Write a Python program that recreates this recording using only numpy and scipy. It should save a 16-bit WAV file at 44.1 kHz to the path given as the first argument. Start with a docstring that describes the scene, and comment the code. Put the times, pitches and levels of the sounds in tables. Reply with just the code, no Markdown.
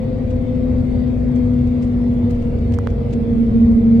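"""The gear hum of an electric train, heard inside the carriage as it slowly loses speed.
The mesh frequency is tooth count times wheel rate, so the hum and its octave sink together, swelling
as they pass the cabin's resonances; side tones beat against them with every wheel turn. Beneath lie
the rumble of wheels and track, the rush of air and the hiss of the ventilation.
Close by on the right are a few faint rustles and two dry taps."""
import sys
import numpy as np
from scipy import signal
from scipy.fft import rfft, irfft, next_fast_len
from scipy.io import wavfile
from scipy.ndimage import uniform_filter1d, map_coordinates

SR = 44100
rng = np.random.default_rng(int(sys.argv[2]) if len(sys.argv) > 2 else 0)


def unload_wav(signal):
    """Save mono or channel-first audio to the path in sys.argv[1] as 16-bit WAV at rate SR, clipped to [-1, 1]."""
    wavfile.write(
        sys.argv[1],
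        SR,
        np.round(np.clip(np.atleast_2d(signal).T, -1, 1) * 32767).astype(np.int16),
    )


N = 176400
TEETH = 36

# gear mesh frequency: t/s, f/Hz
MESH_RATE = [(0, 256.2), (2.2, 241.3), (3.3, 234.4), (4, 229.4)]
# mesh tone and its octave: t/s, left level/dB, right level/dB
HUM_LEVEL = [(0, -28, -45.5), (.35, -21.5, -36), (.72, -17.5, -27), (1.05, -17, -32), (1.2, -19, -30),
             (1.38, -13.5, -20), (1.55, -14.5, -20), (1.9, -18.5, -22), (2.05, -15.5, -18),
             (2.25, -19, -19.5), (2.45, -22, -23), (2.66, -26.5, -24.5), (2.73, -17, -17.5),
             (2.8, -34, -25), (3.04, -31, -30), (3.2, -24.5, -20), (3.37, -20.5, -15.5),
             (3.42, -10.5, -8.5), (3.465, -29, -20.5), (3.505, -23.5, -21), (3.57, -12, -10.5),
             (3.73, -12, -11.5), (3.77, -16.5, -11.5), (3.83, -17.5, -16), (3.87, -10.5, -11.5),
             (4, -12.5, -10)]
OCTAVE_LEVEL = [(0, -30, -35), (.35, -29.5, -36.5), (.49, -30, -36), (.62, -26, -32.5), (.8, -34, -41),
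                (1, -36.5, -39), (1.08, -33, -39), (1.3, -34.5, -42), (1.45, -29, -35),
                (1.64, -35.5, -49.5), (1.73, -31.5, -47), (1.98, -37, -44.5), (2.22, -29.5, -42),
                (2.55, -25.5, -46.5), (2.63, -32, -45), (2.69, -31, -42), (2.8, -31, -30.5),
                (2.91, -29, -37.5), (3, -26.5, -40.5), (3.13, -32.5, -36), (3.31, -26, -27.5),
                (3.38, -32.5, -39), (3.5, -35, -28), (3.75, -32.5, -46), (4, -30, -26.5)]
# sidebands of the hum: multiple of the wheel rate, relative level/dB
FLUTTER_BANDS = [(30, -15), (32, 2.5), (34, 5.5)]
THROB_BANDS = [(33, -1.5), (35, -5), (37, -5), (40, -15), (45, -18), (66, -19), (68, -12), (70, -19),
               (73, -17.5)]
# gain of each set of sidebands: t/s, left gain/dB, right gain/dB
FLUTTER_GAIN = [(0, -31, -37.5), (.9, -35, -36), (1.8, -38, -37), (2.7, -38.5, -38.5), (3.1, -39.5, -41),
                (3.6, -32.5, -31), (4, -34, -29)]
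THROB_GAIN = [(0, -36.5, -37), (.8, -36.5, -41), (1.5, -45.5, -37), (2.2, -40, -38), (2.9, -37, -34.5),
              (3.22, -30.5, -24), (3.45, -22.5, -28), (3.75, -19.5, -24.5), (4, -26, -33)]
# wheel and sleeper tones: multiple of the wheel rate, level/dB
WHEEL_HARMONICS = [(3, -37), (7, -42.5), (9, -38), (12, -30.5), (13, -36), (14, -47), (15, -32.5),
                   (19, -40), (20, -34), (21, -42)]
# noise spectra: f/Hz, relative spectral level/dB
RUMBLE_SPECTRUM = [(12, -25.5), (20, -7.5), (28, -21), (42, -3.5), (55, 2), (70, -6), (85, -3.5),
                   (110, -3.5), (138, -4), (165, -12.5), (200, -10.5), (250, -11.5), (300, -15.5),
                   (350, -22), (420, -27), (600, -37.5), (800, -45.5), (1200, -85.5)]
ROAR_SPECTRUM = [(250, -45), (380, -10.5), (440, -6), (490, -3.5), (560, -7.5), (640, -16.5), (800, -18.5),
                 (1200, -66)]
WIND_SPECTRUM = [(440, -29.5), (750, -6), (860, -4), (930, 0), (1060, -5), (1230, -4.5), (1410, -8.5),
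                 (1600, -10.5), (2100, -21), (3500, -48.5)]
VENT_SPECTRUM = [(1200, -25), (1650, -6), (1900, -0.5), (2080, 0), (2350, -3), (2550, -5), (2950, -8.5),
                 (3430, -6.5), (3940, -11), (4710, -12.5), (5550, -20), (9100, -24.5), (10300, -35.5),
                 (15500, -37)]
RUSTLE_SPECTRUM = [(800, -16), (2200, 2.5), (4000, -2), (7500, -6), (9300, -15.5), (10500, -31),
                   (15000, -24.5)]
CRISP_SPECTRUM = [(3000, -30), (8000, -1.5), (12000, -3), (15000, -3)]
# noise envelopes: t/s, level/dB
RUMBLE_ENVELOPE = [(0, -25), (.6, -20), (1.2, -22), (1.7, -22), (2.2, -19.5), (2.85, -22), (3.3, -20),
                   (4, -22.5)]
ROAR_ENVELOPE = [(0, -36), (.6, -35), (1.4, -36.5), (2.1, -36.5), (2.6, -36.5), (3.1, -35.5), (4, -37)]
WIND_ENVELOPE = [(0, -50), (.7, -49.5), (1.3, -49.5), (2.1, -49.5), (2.5, -49), (2.9, -50), (3.3, -49),
                 (4, -50.5)]
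VENT_ENVELOPE = [(0, -53), (.7, -52), (1.3, -52.5), (2, -52.5), (2.55, -52.5), (3.2, -52.5), (4, -52.5)]
# fan tones: f/Hz, level/dB, phase jitter/rad
FANS = [(388, -45.5, .5), (673, -48.6, .12), (1927, -73, 1.2), (2062, -66.5, 1.3), (2272, -68, 1.2),
        (4348, -77, 1.6), (5755, -85, 1.4), (7160, -88, 1.2)]
# likeness of the cabin noise at the two ears: f/Hz, coherence
COHERENCE = [(30, .995), (70, 0.98), (130, 0.94), (290, 0.94), (640, 0.21), (1410, 0), (3100, 0.12),
             (6820, 0), (15000, 0)]
# balance of the cabin noise: f/Hz, left minus right level/dB
BALANCE = [(35, 0.5), (60, -1), (110, 1.5), (200, 2), (380, 0.5), (700, 3), (950, 1.5), (1400, -0.5),
           (2050, 2.5), (3000, -2), (4300, 3.5), (5600, -6), (8000, 2.5), (15000, 8)]
# rustles: t/s, level/dB, decay time/s, relative level of the crisp top/dB
SCUFFS = [(0.307, -51, 0.01, -23.5), (1.36, -48.5, 0.013, -25.5), (1.542, -59.5, 0.0093, -27.5),
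          (1.591, -53.5, .007, -27.5), (1.674, -49.5, 0.007, -22.5), (1.828, -45.5, .015, -24),
          (2.308, -48.5, 0.0092, -3.5), (2.355, -57, 0.022, -17), (2.427, -53.5, 0.023, -16),
          (2.723, -47.5, .006, -25), (2.74, -39, 0.0068, -30), (2.904, -53, 0.012, -21),
          (3.11, -54, 0.008, -15), (3.133, -39.5, 0.0071, -29)]
# taps: t/s, level/dB, f/Hz, half length/s, relative crack level/dB, crack f/Hz
TAP_PULSES = [(2.788, -13.5, 1110, .00058, -9, 5760), (2.8726, -9, 1090, 0.0004, -11, 2890)]


def amp(db):
    """Amplitude ratio of a level in decibels."""
    return 10 ** (np.asarray(db) / 20)


def unit(x):
    """Normalisation to rms 1."""
    return x / np.sqrt(np.mean(x ** 2) + 1e-20)


def along(points, hz):
    """Interpolation on a logarithmic frequency axis."""
    f, values = np.transpose(points)
    return np.interp(np.log(hz + 1), np.log(f + 1), values)


def curves(rows):
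    """Linear interpolation in time: one value per sample for each column after the first."""
    times, *columns = np.transpose(rows)
    return np.array([np.interp(np.arange(N) / SR, times, column) for column in columns])


def wobble(rate):
    """Smooth random modulation: a spline through rate knots a second."""
    knots = rng.standard_normal(int(N * rate / SR) + 4)
    return map_coordinates(knots, [np.arange(N) * rate / SR])


def filtered(x, response):
    """Filtering by multiplying the spectrum with a frequency response."""
    size = next_fast_len(N + SR // 2)
    return irfft(rfft(x, size) * response(np.fft.rfftfreq(size, 1 / SR)), size)[..., :N]


def tone(cycles, drift, flutter_db, rate, spread, lead=0):
    """A randomly modulated stereo sine of rms 1; drift, spread and the left ear's lead are in rad."""
    phase = 2 * np.pi * (cycles + rng.random()) + drift * wobble(rate)
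    apart = (lead / 2 + spread * wobble(rate)) * np.array([[1], [-1]])
    return unit(np.sin(phase + apart) * amp(flutter_db * wobble(rate)))


def cabin_noise(spectrum):
    """Partly coherent stereo noise of rms 1: bass alike at both ears, treble unrelated."""
    size = next_fast_len(N + 8192)
    hz = np.fft.rfftfreq(size, 1 / SR)
    angle = np.arccos(np.clip(along(COHERENCE, hz), -1, 1)) / 2
    noise = rfft(rng.standard_normal((2, size))) * amp(along(spectrum, hz))
    mid, side = noise * [np.cos(angle), np.sin(angle)]
    lean = amp(along(BALANCE, hz) / 2)
    return unit(irfft([(mid + side) * lean, (mid - side) / lean], size)[:, :N])


def patchy(x, depth_db):
    """Modulation by soft random patches of gain over frequency and time; the result has rms 1."""
    frames = signal.stft(x, nperseg=1024)[2]
    field = uniform_filter1d(rng.standard_normal(frames.shape[1:]), size=4, axis=0)
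    field = uniform_filter1d(field, size=9, axis=1)
    return unit(signal.istft(frames * amp(depth_db * unit(field)), nperseg=1024)[1][:, :N])


def grains(spectrum):
    """Fast amplitude modulation makes stereo noise gritty; the result has rms 1."""
    grit = rng.standard_normal((2, N)) * amp(4 * wobble(900))
    return unit(filtered(grit, lambda hz: amp(along(spectrum, hz))))


def gear_hum(turns):
    """Teeth mesh periodically; sidebands beat with the hum, a throb once a turn and a flutter twice."""
    lead = .4  # rad: the hum reaches the left ear first

    def sidebands(bands):
        return sum(amp(db) * tone(order * turns, drift=.21, flutter_db=3.5, rate=3.3, spread=.34,
                                  lead=lead) for order, db in bands)

    hum = amp(curves(HUM_LEVEL) + .7 * wobble(30))  # the level shakes a little
    hum *= tone(TEETH * turns, drift=.1, flutter_db=.4, rate=6, spread=.08, lead=lead)
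    octave = amp(curves(OCTAVE_LEVEL))
    octave *= tone(2 * TEETH * turns, drift=.1, flutter_db=1.8, rate=16, spread=.2, lead=lead)
    flutter = amp(curves(FLUTTER_GAIN)) * sidebands(FLUTTER_BANDS)
    throb = amp(curves(THROB_GAIN)) * sidebands(THROB_BANDS)
    return hum + octave + flutter + throb


def wheels(turns):
    """Rolling contact: wheels and sleepers excite harmonics of the wheel rate, a rumble and a roar."""
    tones = sum(amp(db) * tone(order * turns, drift=.69, flutter_db=6.5, rate=3.3, spread=.05)
                for order, db in WHEEL_HARMONICS)
    rumble = amp(curves(RUMBLE_ENVELOPE)) * cabin_noise(RUMBLE_SPECTRUM)
    roar = amp(curves(ROAR_ENVELOPE) + 1.1 * wobble(5)) * cabin_noise(ROAR_SPECTRUM)
    return tones + rumble + roar


def wind():
    """Flow noise along the outside of the carriage, dulled by transmission through the wall."""
    gain = amp(curves(WIND_ENVELOPE) + .4 * wobble(10))
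    return gain * patchy(cabin_noise(WIND_SPECTRUM), depth_db=2)


def ventilation():
    """Broadband flow noise with steady fan tones, whose lines are broadened by phase modulation."""
    t = np.arange(N) / SR
    fans = np.zeros((2, N))
    for hz, db, jitter in FANS:
        gain = amp(db + along(BALANCE, hz) * np.array([[.5], [-.5]]))
        fans += gain * tone(hz * t, drift=jitter, flutter_db=0, rate=40, spread=.34 * jitter)
    hiss_gain = amp(curves(VENT_ENVELOPE) + .2 * wobble(10))
    return fans + hiss_gain * patchy(cabin_noise(VENT_SPECTRUM), depth_db=3)


def rustles():
    """Grainy noise bursts that rise and decay exponentially, over a Poisson process of faint ticks."""
    ticks_per_s, tick_db, tick_decay_s = 37, -58.5, .0018
    t = np.arange(N) / SR
    body, top = np.zeros((2, N))
    for peak_s, db, decay_s, crisp_db in SCUFFS:
        stroke = np.exp(-np.abs(t - peak_s) / np.where(t < peak_s, .5 * decay_s, decay_s))
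        body += amp(db) * stroke
        top += amp(db + crisp_db) * stroke
    scuffs = body * grains(RUSTLE_SPECTRUM) + top * grains(CRISP_SPECTRUM)
    ticks = (rng.random(N) < ticks_per_s / SR) * amp(tick_db + 3 * rng.standard_normal(N))
    tick_envelope = signal.lfilter([1], [1, -np.exp(-1 / (tick_decay_s * SR))], ticks)
    crackle = tick_envelope * grains(RUSTLE_SPECTRUM)
    return (scuffs + crackle) * amp([[-2], [0]])  # a little to the right


def taps():
    """Short pulses have broad spectra: each dry tap is a cycle or two plus a band-passed impulse."""
    fall_db_per_octave = 13.5  # on both sides of the crack's frequency
    knock_pan, crack_pan = amp([[-17], [0]]), amp([[-9.5], [0]])  # close to the right ear
    out = np.zeros((2, N))
    for at_s, db, hz, half_s, crack_db, crack_hz in TAP_PULSES:
        t = np.arange(N) / SR - at_s
        knock = np.exp(-(t / half_s) ** 2) * np.sin(2 * np.pi * hz * t)
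        impulse = signal.unit_impulse(N, round(at_s * SR))
        crack = filtered(impulse, lambda f: amp(-fall_db_per_octave * np.abs(np.log2((f + 1) / crack_hz))
                                                ))
        out += amp(db) * (knock * knock_pan + amp(crack_db) * crack / crack.max() * crack_pan)
    return out


def scene():
    """Superposition of all sources; gear and wheel tones follow the integral of the wheel rate."""
    turns = np.cumsum(curves(MESH_RATE)[0]) / SR / TEETH
    return gear_hum(turns) + wheels(turns) + wind() + ventilation() + rustles() + taps()


def record(dry):
    """Band limiting by an ideal low-pass filter."""
    return filtered(dry, lambda hz: hz < 15800)


dry = scene()
out = record(dry)
unload_wav(out)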